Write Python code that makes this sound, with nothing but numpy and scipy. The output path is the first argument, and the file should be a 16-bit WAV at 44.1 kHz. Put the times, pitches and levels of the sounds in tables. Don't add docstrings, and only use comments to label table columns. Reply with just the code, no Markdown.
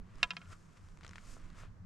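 import sys
import numpy as np
from scipy import signal
from scipy.fft import rfft, irfft
from scipy.io import wavfile

SR = 44100
rng = np.random.default_rng(int(sys.argv[2]) if len(sys.argv) > 2 else 0)


def bounce(signal):
    frames = np.transpose(np.atleast_2d(signal))
    limited = np.clip(frames, -1, 1)
    pcm = np.round(limited * 32767).astype(np.int16)
    wavfile.write(sys.argv[1], SR, pcm)


N = 81585
T = np.arange(N) / SR

# freq_hz, density_db
AIR_SPECTRUM = [(200, -93), (400, -102), (800, -106), (1200, -103), (1700, -108), (2400, -117),
                (3500, -123), (6000, -122), (10000, -137)]
# time_s, level_db
GUST_LEVELS = [(0, -49), (.11, -59), (.15, -48), (.225, -48.5), (.27, -58), (.38, -84), (.47, -61.5),
               (.62, -60), (.75, -63.5), (1.0, -54), (1.2, -60.5), (1.29, -48.5), (1.45, -51),
               (1.65, -53.5), (1.85, -64.5)]
# freq_hz, relative_db
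BUFFET_SPECTRUM = [(12, -2), (25, 8.5), (40, -2), (60, -12.5), (120, -14.5), (220, -16.5), (350, -26.5),
                   (700, -42), (2000, -77)]
# pitch_hz, half_width_hz
DRONE_BANDS = [(91, 16), (170, 20)]
# time_s, lower_db, upper_db
DRONE_LEVELS = [(0, -64.5, -52.5), (.13, -55.5, -72.5), (.26, -75, -61.5), (.36, -74, -55.5),
                (.5, -53, -60), (.58, -70, -70.5), (.67, -63, -60.5), (.75, -72.5, -72.5), (.83, -54, -73),
                (.95, -68, -66.5), (1.11, -53, -58.5), (1.22, -63, -67), (1.36, -61, -65),
                (1.56, -57.5, -65), (1.7, -53, -69), (1.75, -59, -68.5), (1.85, -49.5, -52.5)]

# time_s, rub_db, hiss_db
RUSTLE_LEVELS = [(0, -100, -104), (.1, -94, -93), (.2, -64, -75.5), (.45, -69, -75.5), (.58, -77, -75.5),
                 (.68, -73.5, -79), (.88, -73, -76), (1.0, -80, -82.5), (1.25, -68, -70.5), (1.4, -69, -86),
                 (1.52, -67.5, -79.5), (1.66, -66, -84), (1.72, -85, -89), (1.85, -91, -94)]
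# peak_s, rise_s, fall_s, rub_db, hiss_db
CLOTH_SWISHES = [(0.19, 0.11, 0.037, -68.5, -82), (0.51, 0.022, 0.033, -65, -70),
                 (0.526, .005, 0.0082, -56, -64), (0.773, 0.0077, 0.0084, -64.5, -76.5),
                 (1.065, 0.039, 0.17, -68.5, -92), (1.32, 0.052, .036, -67.5, -63.5),
                 (1.45, 0.15, 0.03, -72.5, -76.5), (1.600, 0.03, 0.03, -60, -67),
                 (1.638, 0.0075, 0.012, -59.5, -80.5)]
# freq_hz, relative_db
RUB_SPECTRUM = [(200, -7.5), (400, -7), (650, -1), (820, -11), (1000, 3), (1300, 3), (1700, -0.5),
                (2700, -5), (4000, -11), (8000, -26.5), (14000, -42.5)]
# freq_hz, relative_db
HISS_SPECTRUM = [(1000, -23.5), (3300, -11), (5000, 0), (7300, 1), (9000, -5), (10500, -12.5),
                 (12300, -16.5), (14000, -31.5)]

# start_s, level_db
BUMP_HITS = [(0.508, -53.5), (1.3668, -46), (1.6348, -46.5)]
# pitch_hz, relative_db, t60_s
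BUMP_BODY = [(455.7, -5, 0.015), (706, -2, 0.008), (1278, -1.5, .009)]
# start_s, body_db, crackle_db, pitch_ratio
CREAK_TICKS = [(0.1561, -63, -55.5, 0.9), (0.1837, -66, -54.5, 0.76), (0.3342, -40, -56, 0.74),
               (0.887, -64.5, -57, 0.65), (0.973, -50, -53.5, 0.74), (0.988, -64, -58, 1.1),
               (1.0096, -44.5, -59, 0.85), (1.0200, -58, -70, 1.5), (1.0327, -45, -52.5, 1.12),
               (1.0375, -52.5, -62, 2.34), (1.0472, -41, -46, 1.02), (1.0498, -56, -52.5, 0.62),
               (1.0553, -56, -66, 1.0), (1.0652, -47, -47, 1.58), (1.0786, -52, -46, 2.8),
               (1.0924, -66, -45, 1.3), (1.1105, -45, -52, 0.96), (1.1334, -42, -56, 1.06),
               (1.157, -37, -47, 1.06), (1.1584, -44.5, -58, 1.45), (1.1818, -37.5, -56, 1.14),
               (1.5020, -64, -55, 0.56)]
# base_pitch_hz, relative_db, t60_s
TICK_BODY = [(1280, -2.5, 0.0063), (1970, -1, 0.0039), (2610, -8, 0.0035)]
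# freq_hz, relative_db
CRACKLE_SPECTRUM = [(500, 4.5), (1200, 8), (2600, -3), (5500, -0.5), (7800, -3.5), (10000, -18),
                    (11800, -20), (13200, -38)]

# time_s, level_db
SINGING_LEVELS = [(0.36, -110), (0.41, -61.5), (0.48, -69), (0.505, -74), (0.53, -55.5), (0.555, -67),
                  (0.6, -94), (0.66, -120)]
GEAR_PITCHES = (498, 705, 998, 1332, 1668, 2168, 2475, 2742, 3205, 3675, 4170, 5020, 5600, 7400)
# relative_db, base_t60_s
GEAR_DECAYS = [(-49.5, 0.078), (-38.5, .05), (-38.5, 0.09), (-31.5, .045), (-31, 0.047), (-27.5, 0.03),
               (-27, 0.033), (-18, 0.028), (-33, 0.041), (-30, 0.03), (-26, 0.01), (-27, 0.011),
               (-33.5, .011), (-43, 0.012)]
# freq_hz, relative_db
OVERTONE_SPECTRUM = [(150, -77.5), (300, -75.5), (450, -84), (800, -67.5), (1250, -62.5), (2700, -66.5),
                     (4500, -70), (6500, -78), (8500, -82.5), (13000, -108)]
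# start_s, gain_db, brightness_hz, ring_length_ratio, retouch_delay_s, retouch_ratio, crack_db
BOUNCES = [(0.2298, -0.5, 9900, 1.21, 0.0018, 0.08, 6), (0.2422, -21, 2197, .6, .001, .2, 4),
           (0.3060, -13, 6000, 1.15, .0055, 0.6, 3), (0.3672, -18.5, 5900, 0.99, 0.001086, 0.74, 9),
           (0.4158, -32.5, 2960, 1.45, 0.0011, 0.64, -19), (0.4565, -37.5, 2660, 0.48, 0.0011, 0.5, -9)]

WIND_SIDE_DB, DRONE_SIDE_DB, AIR_SIDE_DB, NEAR_SIDE_DB = -17, -9.5, -2, -14
WIND_PAN_DB, CLOTH_PAN_DB, HANDLING_PAN_DB, KNOCK_PAN_DB = -6, 2, 3, -1
GRAIN_DB, GRAIN_PER_S = 1.5, 500
CRACKLE_T60_S, TICK_TAIL_DB, TICK_TAIL_T60_S, TICK_TOP_HZ = 0.0063, -21, 0.045, 11000
SINGING_HZ, SINGING_HALF_WIDTH_HZ = 1355, 110
OVERTONE_T60_S, CRACK_T60_S = 0.041, 0.0047
PORT_HZ, PORT_Q, PORT_SKEW_DB = 2500, 2.6, -7.5
DECAY_BOW = 1.2
HIGH_CUT_HZ = 13600


def from_db(db):
    return 10 ** (np.asarray(db) / 20)


def level(rows, column=1):
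    rows = np.array(rows)
    return from_db(np.interp(T, rows[:, 0], rows[:, column]))


def pan(db):
    return from_db(np.array([[db], [-db]]) / 2)


def stereo_white(side_db):
    mid, side = rng.standard_normal((2, N))
    return mid + from_db(side_db) * np.array([side, -side])


def rms_one(x):
    return x / np.sqrt(np.mean(x ** 2) + 1e-20)


def noise(spectrum, side_db):
    hz, db = np.transpose(spectrum)
    freqs = np.arange(N // 2 + 1) * SR / N
    gain = from_db(np.interp(np.log(freqs + 1e-9), np.log(hz), db)) * np.sqrt(SR / 2)
    return irfft(rfft(stereo_white(side_db)) * gain, N)


def narrow_noise(hz, half_width_hz, side_db):
    freqs = np.arange(N // 2 + 1) * SR / N
    return rms_one(irfft(rfft(stereo_white(side_db)) / (1 + ((freqs - hz) / half_width_hz) ** 2), N))


def fade(t, t60):
    return from_db(-60 * np.clip(t / t60, 0, 3) ** DECAY_BOW)


def decay(start, t60):
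    return (T >= start) * fade(T - start, t60)


def swell(peak, rise, fall):
    return np.exp(-.5 * ((T - peak) / np.where(T < peak, rise, fall)) ** 2)


def ring(start, modes, length=1, pitch=1):
    out, first = np.zeros(N + SR), int(np.ceil(start * SR))
    t = (first + np.arange(SR // 4)) / SR - start
    for k, (hz, db, t60) in enumerate(modes):
        envelope = from_db(db) * fade(t, t60 * length)
        out[first:first + len(t)] += (-1) ** k * envelope * np.sin(2 * np.pi * hz * pitch * t)
    return out[:N]


def wind():
    buffet = level(GUST_LEVELS) * rms_one(noise(BUFFET_SPECTRUM, WIND_SIDE_DB)) * pan(WIND_PAN_DB)
    drone = sum(level(DRONE_LEVELS, column=k + 1) * narrow_noise(hz, half_width_hz, DRONE_SIDE_DB)
                for k, (hz, half_width_hz) in enumerate(DRONE_BANDS))
    return buffet + drone + noise(AIR_SPECTRUM, AIR_SIDE_DB)


def jacket_cloth():
    rub_power = level(RUSTLE_LEVELS) ** 2
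    hiss_power = level(RUSTLE_LEVELS, column=2) ** 2
    for peak, rise, fall, rub_db, hiss_db in CLOTH_SWISHES:
        stroke = swell(peak, rise, fall)
        rub_power += (from_db(rub_db) * stroke) ** 2
        hiss_power += (from_db(hiss_db) * stroke) ** 2
    grain = from_db(GRAIN_DB * np.interp(T * GRAIN_PER_S, np.arange(N), rng.standard_normal(N)))
    rub = np.sqrt(rub_power) * rms_one(noise(RUB_SPECTRUM, NEAR_SIDE_DB))
    hiss = np.sqrt(hiss_power) * rms_one(noise(HISS_SPECTRUM, NEAR_SIDE_DB))
    return grain * (rub + hiss) * pan(CLOTH_PAN_DB)


def soft_bumps():
    return sum(from_db(db) * ring(start, BUMP_BODY) for start, db in BUMP_HITS) * pan(HANDLING_PAN_DB)


def creaking_ticks():
    body = crackle_envelope = tail_envelope = 0
    for start, body_db, crackle_db, pitch in CREAK_TICKS:
        body += from_db(body_db) * ring(start, TICK_BODY, pitch=pitch)
        crackle_envelope += from_db(crackle_db) * decay(start, CRACKLE_T60_S)
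        tail_envelope += from_db(body_db + TICK_TAIL_DB) * decay(start, TICK_TAIL_T60_S)
    crackle = crackle_envelope * rms_one(noise(CRACKLE_SPECTRUM, NEAR_SIDE_DB))
    tail = tail_envelope * rms_one(noise(OVERTONE_SPECTRUM, NEAR_SIDE_DB))
    soften = signal.butter(6, TICK_TOP_HZ, fs=SR, output="sos")
    return signal.sosfilt(soften, body + crackle + tail) * pan(HANDLING_PAN_DB)


def gear_singing():
    return level(SINGING_LEVELS) * narrow_noise(SINGING_HZ, SINGING_HALF_WIDTH_HZ, NEAR_SIDE_DB)


def microphone_ports(x):
    omega = 2 * np.pi * PORT_HZ
    b, a = signal.bilinear(np.array([-1, 0, omega ** 2]) / (2 * PORT_Q),
                           [1, omega / PORT_Q, omega ** 2], SR)
    skew = from_db(PORT_SKEW_DB) * signal.lfilter(b, a, x)
    return x + skew * np.array([[1], [-1]])


def gear_knocks():
    overtones = noise(OVERTONE_SPECTRUM, NEAR_SIDE_DB)
    crack_noise = noise(OVERTONE_SPECTRUM, NEAR_SIDE_DB)
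    modes = [(hz, db, t60) for hz, (db, t60) in zip(GEAR_PITCHES, GEAR_DECAYS)]
    out = 0
    for start, db, brightness_hz, length, retouch_s, retouch_ratio, crack_db in BOUNCES:
        body = ring(start, modes, length)
        retouch = -retouch_ratio * np.interp(T - retouch_s, T, body)
        tail = overtones * decay(start, OVERTONE_T60_S)
        crack = from_db(crack_db) * crack_noise * decay(start, CRACK_T60_S)
        contact_lowpass = signal.butter(2, brightness_hz, fs=SR, output="sos")
        out += from_db(db) * signal.sosfilt(contact_lowpass, body + retouch + tail + crack)
    return microphone_ports(out) * pan(KNOCK_PAN_DB)


def scene():
    return gear_knocks() + gear_singing() + creaking_ticks() + soft_bumps() + jacket_cloth() + wind()


def record(dry):
    return signal.sosfilt(signal.ellip(10, .1, 80, HIGH_CUT_HZ, fs=SR, output="sos"), dry)


dry = scene()
out = record(dry)
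bounce(out)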